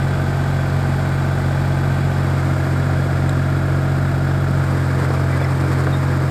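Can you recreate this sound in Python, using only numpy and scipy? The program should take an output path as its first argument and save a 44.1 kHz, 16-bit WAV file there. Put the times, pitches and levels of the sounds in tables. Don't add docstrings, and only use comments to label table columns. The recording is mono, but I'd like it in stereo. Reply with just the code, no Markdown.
import sys
import numpy as np
from scipy import signal
from scipy.fft import rfft, irfft
from scipy.io import wavfile
from scipy.ndimage import uniform_filter1d, map_coordinates

SR = 44100
rng = np.random.default_rng(int(sys.argv[2]) if len(sys.argv) > 2 else 0)


def wav_out(sig):
    wavfile.write(sys.argv[1], SR, np.round(np.clip(np.atleast_2d(sig).T, -1, 1) * 32767).astype(np.int16))


N = 277830
TIME = np.arange(N) / SR
BIN_HZ = np.arange(N // 2 + 1) * SR / N


def undb(db):
    return 10 ** (np.asarray(db) / 20)


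def unit(x):
    return x / np.sqrt(np.mean(x ** 2))


def spectra(table):
    hz, *columns = np.transpose(table)
    return [np.interp(np.log(np.maximum(BIN_HZ, 1)), np.log(hz), column) for column in columns]


def colour(x, db):
    return irfft(rfft(x) * undb(db) * np.sqrt(SR / 2), N)


def walk(rate_hz):
    return unit(irfft(rfft(rng.standard_normal(N)) / (1 + (BIN_HZ / rate_hz) ** 4), N))


def ramp(start_s, length_s):
    return np.clip((TIME - start_s) / length_s, 0, 1)


def gate(start_s, end_s, attack_s, release_s):
    return ramp(start_s, attack_s) * (1 - ramp(end_s, release_s))


def mode(x, hz, t60):
    pole = np.exp((2j * np.pi * hz - np.log(1000) / t60) / SR)
    return signal.lfilter([1], [1, -pole], x).imag


def by_state(levels, loaded, pull):
    free_db, load_db, pull_db = levels
    return free_db + loaded * (load_db - free_db) + pull * (pull_db - load_db)


def crank_tones(table, cycles, loaded, pull, waver_db, smear_rad):
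    out, phases = 0, 2 * np.pi * rng.random(len(table))
    for (order, *levels), phase in zip(table, phases):
        db = by_state(levels, loaded, pull) + waver_db * walk(6)
        angle = 2 * np.pi * order * cycles + phase + smear_rad * walk(4)
        out = out + np.sqrt(2) * undb(db) * np.cos(angle)
    return out


# (frequency [Hz], level before the ebb [dB per Hz])
AIR_SPECTRUM = [(20, -83), (50, -61), (300, -61.5), (1000, -64), (2500, -71), (3600, -78), (5000, -79.5),
                (7000, -81), (9000, -85.5), (14000, -103.5)]

def air_rush(ebb_db=-1.3):
    rush = np.array([colour(rng.standard_normal(N), spectra(AIR_SPECTRUM)[0]) for _ in range(2)])
    return rush * undb(ebb_db * ramp(3.1, 0.41))


# (frequency [Hz], relative level [dB per Hz])
GRAVEL_SPECTRUM = [(40, -65), (180, -58), (380, -54), (600, -62), (1200, -58.5), (2000, -67), (3200, -79.5),
                   (5300, -77.5), (9000, -82), (15000, -94)]

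def gravel_grind(pull, level_db=-4.5, grains_per_s=12000, grain_db=3.5, lurch_db=3.0):
    push = pull ** 0.35 * undb(level_db + lurch_db * walk(29))
    out = []
    for _ in range(2):
        size = undb(grain_db * np.minimum(rng.exponential(size=N), 4))
        grains = (rng.random(N) < grains_per_s / SR) * rng.standard_normal(N) * size
        out.append(colour(push * unit(grains), spectra(GRAVEL_SPECTRUM)[0]))
    return np.array(out)


def drive_whine(cycles, order=44.1, top_db=-39.5, start_s=4.55, end_s=5.48):
    swell = np.sqrt(gate(start_s, end_s, attack_s=end_s - start_s, release_s=.15))
    gain = swell * undb(top_db + 2 * walk(6.3))
    return np.sqrt(2) * gain * np.cos(2 * np.pi * order * cycles + .5 * walk(5.9))


# (pitch [Hz], t60 [s], rms level at full pull before the skid boost [dB])
LINK_MODES = [(1760, .04, -47), (2020, .04, -49), (2320, .04, -49), (3300, .02, -58), (4950, .008, -57)]

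def link_chatter(pull, chinks_per_s=45, scatter_db=4, skid_db=4.5):
    out = 0
    for hz, t60, db in LINK_MODES:
        taps = rng.random(N) < chinks_per_s / SR
        strength = undb(scatter_db * np.clip(rng.standard_normal(N), -2, 1))
        out = out + undb(db) * unit(mode(taps * strength, hz, t60))
    skid = gate(5.25, 5.46, attack_s=.08, release_s=.1)
    return out * pull * undb(skid_db * skid)


# (time [s], length [s], pitch [Hz], relative level [dB])
PIN_SLIPS = [(5.42, 0.017, 3410, -33), (5.926, 0.04, 3680, -32.5)]

def pin_squeaks(roughness_db=2.5, pitch_waver=0.0073):
    out = 0
    for start_s, length_s, hz, db in PIN_SLIPS:
        progress = np.clip((TIME - start_s) / length_s, 0, 1)
        arch = np.sqrt(4 * progress * (1 - progress)) * (1 - progress / 2)
        gain = arch * undb(db + roughness_db * walk(170))
        pitch = hz * (1 + pitch_waver * walk(154))
        out = out + np.sqrt(2) * gain * np.sin(2 * np.pi * np.cumsum(pitch) / SR)
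    return out


# (time [s], level [dB], pitch [Hz], bandwidth [Hz], t60 [s])
CLANK_HITS = [(2.653, -19, 1300, 500, .03), (2.665, -18, 430, 400, .04), (2.897, -18.5, 720, 300, .045),
              (3.2943, -21, 3800, 2800, .009), (3.2936, -23, 7500, 4500, .017), (5.039, -18, 620, 600, .03),
              (5.104, -15.5, 520, 600, .035), (5.107, -21, 1100, 500, .045), (5.104, -31, 5000, 1500, .025),
              (5.319, -24, 1970, 700, .045), (5.414, -14, 560, 500, .035), (5.414, -18, 1050, 800, .035),
              (5.427, -25, 2330, 700, .035), (5.446, -23, 2060, 450, .065), (5.446, -29, 5380, 600, .035),
              (5.454, -18, 800, 700, .03), (5.638, -18.5, 600, 500, .045), (5.705, -18, 560, 500, .035),
              (5.868, -12.5, 420, 400, .05), (5.868, -22, 1600, 700, .022), (5.869, -15.5, 1060, 600, .035)]

def clanks(grit_share=.78):
    out, t = np.zeros(N), TIME[:SR // 8]
    for start_s, db, hz, width, t60 in CLANK_HITS:
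        decay = np.exp(-np.log(1000) * t / t60)
        ring = decay * np.sin(2 * np.pi * hz * t)
        b, a = signal.iirpeak(hz, hz / width, fs=SR)
        grit = signal.lfilter(b, a, signal.lfilter(b, a, decay * rng.standard_normal(len(t))))
        blow = np.sqrt(1 - grit_share) * ring + np.sqrt(grit_share) * grit / np.abs(grit).max()
        start = int(start_s * SR)
        out[start:start + len(t)] += (undb(db) * blow)[:N - start]
    return out


# (pitch [x cycle rate], free [dB], loaded [dB], pulling [dB])
GEAR_TONES = [(22.3, -45, -46, -46), (40.1, -54, -48, -45), (44.7, -46, -42, -54), (114.1, -51, -56, -54),
              (126.1, -55, -58, -58), (141.1, -61, -55, -55), (150.1, -54, -56, -57),
              (181.1, -58, -58, -58), (220, -58, -59, -68), (222, -51, -55.5, -67), (254.2, -61, -65, -66),
              (301.9, -61, -64, -66)]

def gear_whine(cycles, loaded, pull):
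    return crank_tones(GEAR_TONES, cycles, loaded, pull, waver_db=1.3, smear_rad=.45)


# (pitch [x cycle rate], free [dB], loaded [dB], pulling [dB])
BLOCK_TONES = [(12, -35, -35, -41), (15, -36, -40, -38), (16, -40, -37, -42), (17, -41, -38, -38),
               (18, -45, -46, -40), (21, -39, -34.5, -33), (22, -46, -45, -55), (24, -42, -42, -41),
               (30, -47, -48, -45), (33, -50, -47, -42), (41, -43, -41, -45), (42, -42, -43, -43),
               (44, -47, -47, -47), (46, -45, -51, -57), (50, -41, -41, -46), (53, -45, -57, -51),
               (56, -43, -48, -47), (59, -47, -48, -52), (78, -45, -50, -51), (81, -51, -50, -49),
               (83, -50, -47, -48), (85, -49, -47, -46), (88, -56, -47, -52), (90, -55, -46, -54),
               (91, -49, -51, -54), (93, -58, -46, -56), (96, -46, -46, -49), (98, -49, -50, -56),
               (99, -46, -56, -58), (102, -43.5, -53, -52), (108, -62, -47, -51)]

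def block_hum(cycles, loaded, pull):
    return crank_tones(BLOCK_TONES, cycles, loaded, pull, waver_db=1.1, smear_rad=.15)


# (position [share of a cycle], relative level [dB])
CYCLE_JOLTS = [(.06, 1.5), (.15, -6.5), (.29, 3), (.43, -9), (.63, 5), (.7, -11)]

def jolt_envelope(cycles, decay_cycles=.085):
    jolts = sum(undb(db) * np.exp(-((cycles - share) % 1) / decay_cycles) for share, db in CYCLE_JOLTS)
    return unit(1 + uniform_filter1d(jolts, size=150, mode="wrap"))


def cycle_rattle(cycles):
    size = int(N / (cycles[-1] - cycles[0]))
    comb = rfft(jolt_envelope(np.arange(size) / size) * rng.standard_normal(size))
    comb[[int(row[0]) for row in BLOCK_TONES]] = 0
    return unit(map_coordinates(irfft(comb, size), [cycles % 1 * size], order=3, mode="grid-wrap"))


# (pitch [Hz], bandwidth [Hz], free [dB], loaded [dB], pulling [dB])
COVER_MODES = [(2790, 80, -59, -62, -62), (3050, 60, -61, -60, -62), (3380, 26, -54, -56, -63),
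               (3720, 110, -60, -59, -57), (3880, 50, -58, -60, -62), (4090, 90, -58, -59, -60),
               (4640, 90, -56, -58, -58), (4960, 130, -58, -55.5, -55), (5200, 120, -59, -58, -57)]

def cover_buzz(cycles, loaded, pull, rattle):
    shake = rattle + jolt_envelope(cycles) * rng.standard_normal(N)
    out = 0
    for hz, width, *levels in COVER_MODES:
        buzz = unit(mode(shake, hz, t60=np.log(1000) / (np.pi * width)))
        out = out + undb(by_state(levels, loaded, pull)) * buzz
    return out


# (position [share of a cycle], pitch [Hz], t60 [s], free [dB], loaded [dB], pulling [dB])
KNOCK_MODES = [(.01, 1550, .05, -29, -32, -33), (.06, 1600, .045, -28, -32, -32),
               (.06, 1382, .04, -37, -24.5, -31), (.065, 2380, .04, -33, -39, -45),
               (.115, 695, .03, -23, -23, -27), (.125, 7030, .01, -54, -42, -52),
               (.13, 3890, .012, -50, -40, -48), (.17, 1470, .04, -26, -38, -38),
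               (.18, 1370, .04, -40, -25, -31), (.235, 665, .03, -26, -26, -26),
               (.285, 2350, .04, -38, -42, -42), (.29, 310, .025, -29, -30, -28),
               (.38, 1560, .05, -32, -32, -30), (.375, 1150, .04, -34, -30, -34),
               (.415, 2620, .025, -37, -48, -48), (.445, 1135, .035, -31, -30, -35),
               (.455, 1952, .025, -34, -37, -38), (.52, 2270, .04, -46, -38, -38),
               (.54, 440, .025, -28, -28, -28), (.635, 410, .025, -23, -22, -22),
               (.645, 1620, .045, -28, -32, -32), (.69, 1670, .035, -40, -26, -32),
               (.695, 880, .04, -23.5, -28, -25.5), (.725, 1030, .03, -36, -31, -35),
               (.785, 932, .03, -30, -34, -35), (.86, 845, .03, -31, -36, -31),
               (.895, 1770, .025, -32, -44, -42), (.96, 400, .025, -28, -27, -28)]

def metal_knocks(cycles, loaded, pull, level_db=-3, scatter_db=1.8, jitter_s=.00009):
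    out, turns = 0, np.arange(int(cycles[-1]) + 1)
    for share, hz, t60, *levels in KNOCK_MODES:
        late, strength = rng.standard_normal((len(turns), 2)).T
        on_beat = np.searchsorted(cycles, turns + share)
        at = np.clip(on_beat + (jitter_s * SR * late).astype(int), 0, N - 1)
        taps = np.zeros(N)
        taps[at] = undb(level_db + by_state(levels, loaded[at], pull[at]) + scatter_db * strength)
        out = out + mode(taps, hz, t60)
    return signal.sosfilt(signal.butter(2, 250, "high", fs=SR, output="sos"), out)


# (frequency [Hz], free [dB per Hz], loaded [dB per Hz])
CLATTER_SPECTRUM = [(25, -75, -83), (55, -59, -59), (128, -49.5, -50.5), (260, -55.5, -55),
                    (443, -61.5, -61), (620, -58.5, -58.5), (960, -72.5, -73), (1310, -66.5, -67.5),
                    (1580, -69, -60.5), (2080, -85, -82), (2480, -74.5, -77), (3380, -81, -84.5),
                    (8000, -89, -89.5)]
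# (frequency [Hz], share [0-1])
CLATTER_REPEAT = [(120, 0), (260, .45), (700, .5), (1400, .55), (2300, .75), (5000, .45)]

def diesel_clatter(cycles, loaded, effort, rattle, level_db=-0.67):
    free_db, load_db = spectra(CLATTER_SPECTRUM)
    alike = spectra(CLATTER_REPEAT)[0]
    fresh, scattered = jolt_envelope(cycles) * rng.standard_normal((2, N))
    direct = irfft(rfft(rattle) * np.sqrt(alike) + rfft(fresh) * np.sqrt(1 - alike), N)
    load = loaded * np.clip(0.87 + 0.94 * effort, 0, 1)
    pair = [(1 - load) * colour(x, free_db) + load * colour(x, load_db) for x in (direct, scattered)]
    return undb(level_db) * np.array(pair)


# (pitch [x firing rate], free [dB], change at full effort [dB], change on lift [dB], rise [dB/s])
EXHAUST_HARMONICS = [(1, -35.5, -11.5, 1.3, 0), (2, -23.1, 0, 1.2, .1), (3, -20.7, -.6, -.2, .35)]
FREE_FIRING_HZ = 45.795

def exhaust_drone(firings, effort, lift, silencer_hz=60, width_hz=20, flutter_db=0.26, wander_db=0.1):
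    angle = 2 * np.pi * (firings - .224)
    out = 0
    for k, free_db, effort_db, lift_db, db_per_s in EXHAUST_HARMONICS:
        db = free_db + effort_db * effort + lift_db * lift + db_per_s * TIME
        db += flutter_db * walk(29) - wander_db * walk(2.0)
        hz = k * FREE_FIRING_HZ
        lag = np.arctan2(hz * width_hz, silencer_hz ** 2 - hz ** 2)
        out = out + np.sqrt(2) * undb(db) * np.sin(k * angle - lag)
    return out


# (frequency [Hz], left phase lead [rad], left minus right [dB], diffuseness [0-1])
STEREO_IMAGE = [(40, -.03, 0, 0), (140, -.1, -.2, 0), (360, -.5, -1.2, .04), (660, -.45, -.5, .1),
                (1250, -.3, .5, .16), (2100, .3, -1.5, .2), (2700, 2.6, -2.8, .3), (3700, 1.3, -1.3, .3),
                (5000, 1.3, -1.8, .4), (6200, 3.3, 0, .3), (8200, 6.3, 0, .35), (10300, 9.4, 0, .3),
                (13600, 14.5, 0, .4)]

def stereo_ports(direct, diffuse):
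    lead, balance_db, diffuseness = spectra(STEREO_IMAGE)
    share = np.clip(diffuseness / 2, 0, .5)
    near, far = rfft(direct) * np.sqrt(1 - share), rfft(diffuse) * np.sqrt(share)
    channels = []
    for side in (1, -1):
        pan = np.exp(.5j * side * lead) * undb(side * balance_db / 2)
        channels.append(irfft((near + side * far) * pan, N))
    return np.array(channels)


# (start [s], end [s], effort [0-1])
TRACK_PULLS = [(2.17, 2.7, .29), (4.532, 5.82, 1), (5.82, 6.3, .78)]

def scene(droop_hz=.806, lift_effort=.398, lift_start_s=2.126):
    pull = sum(size * gate(start, end, attack_s=.307, release_s=.097) for start, end, size in TRACK_PULLS)
    lift = gate(lift_start_s, 3.124, attack_s=.149, release_s=.667)
    loaded = ramp(lift_start_s, 0.32)
    effort = pull + lift_effort * lift
    firings = np.cumsum(FREE_FIRING_HZ - droop_hz * effort) / SR
    cycles = firings / 3
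    rattle = cycle_rattle(cycles)
    engine = block_hum(cycles, loaded, pull)
    direct, diffuse = diesel_clatter(cycles, loaded, effort, rattle) + air_rush() + gravel_grind(pull)
    engine += gear_whine(cycles, loaded, pull) + exhaust_drone(firings, effort, lift)
    engine += metal_knocks(cycles, loaded, pull) + cover_buzz(cycles, loaded, pull, rattle)
    running_gear = drive_whine(cycles) + link_chatter(pull) + clanks() + pin_squeaks()
    return stereo_ports(direct + engine + running_gear, diffuse)


def record(dry):
    return signal.sosfilt(signal.ellip(8, .2, 70, 14000, fs=SR, output="sos"), dry)


dry = scene()
out = record(dry)
wav_out(out)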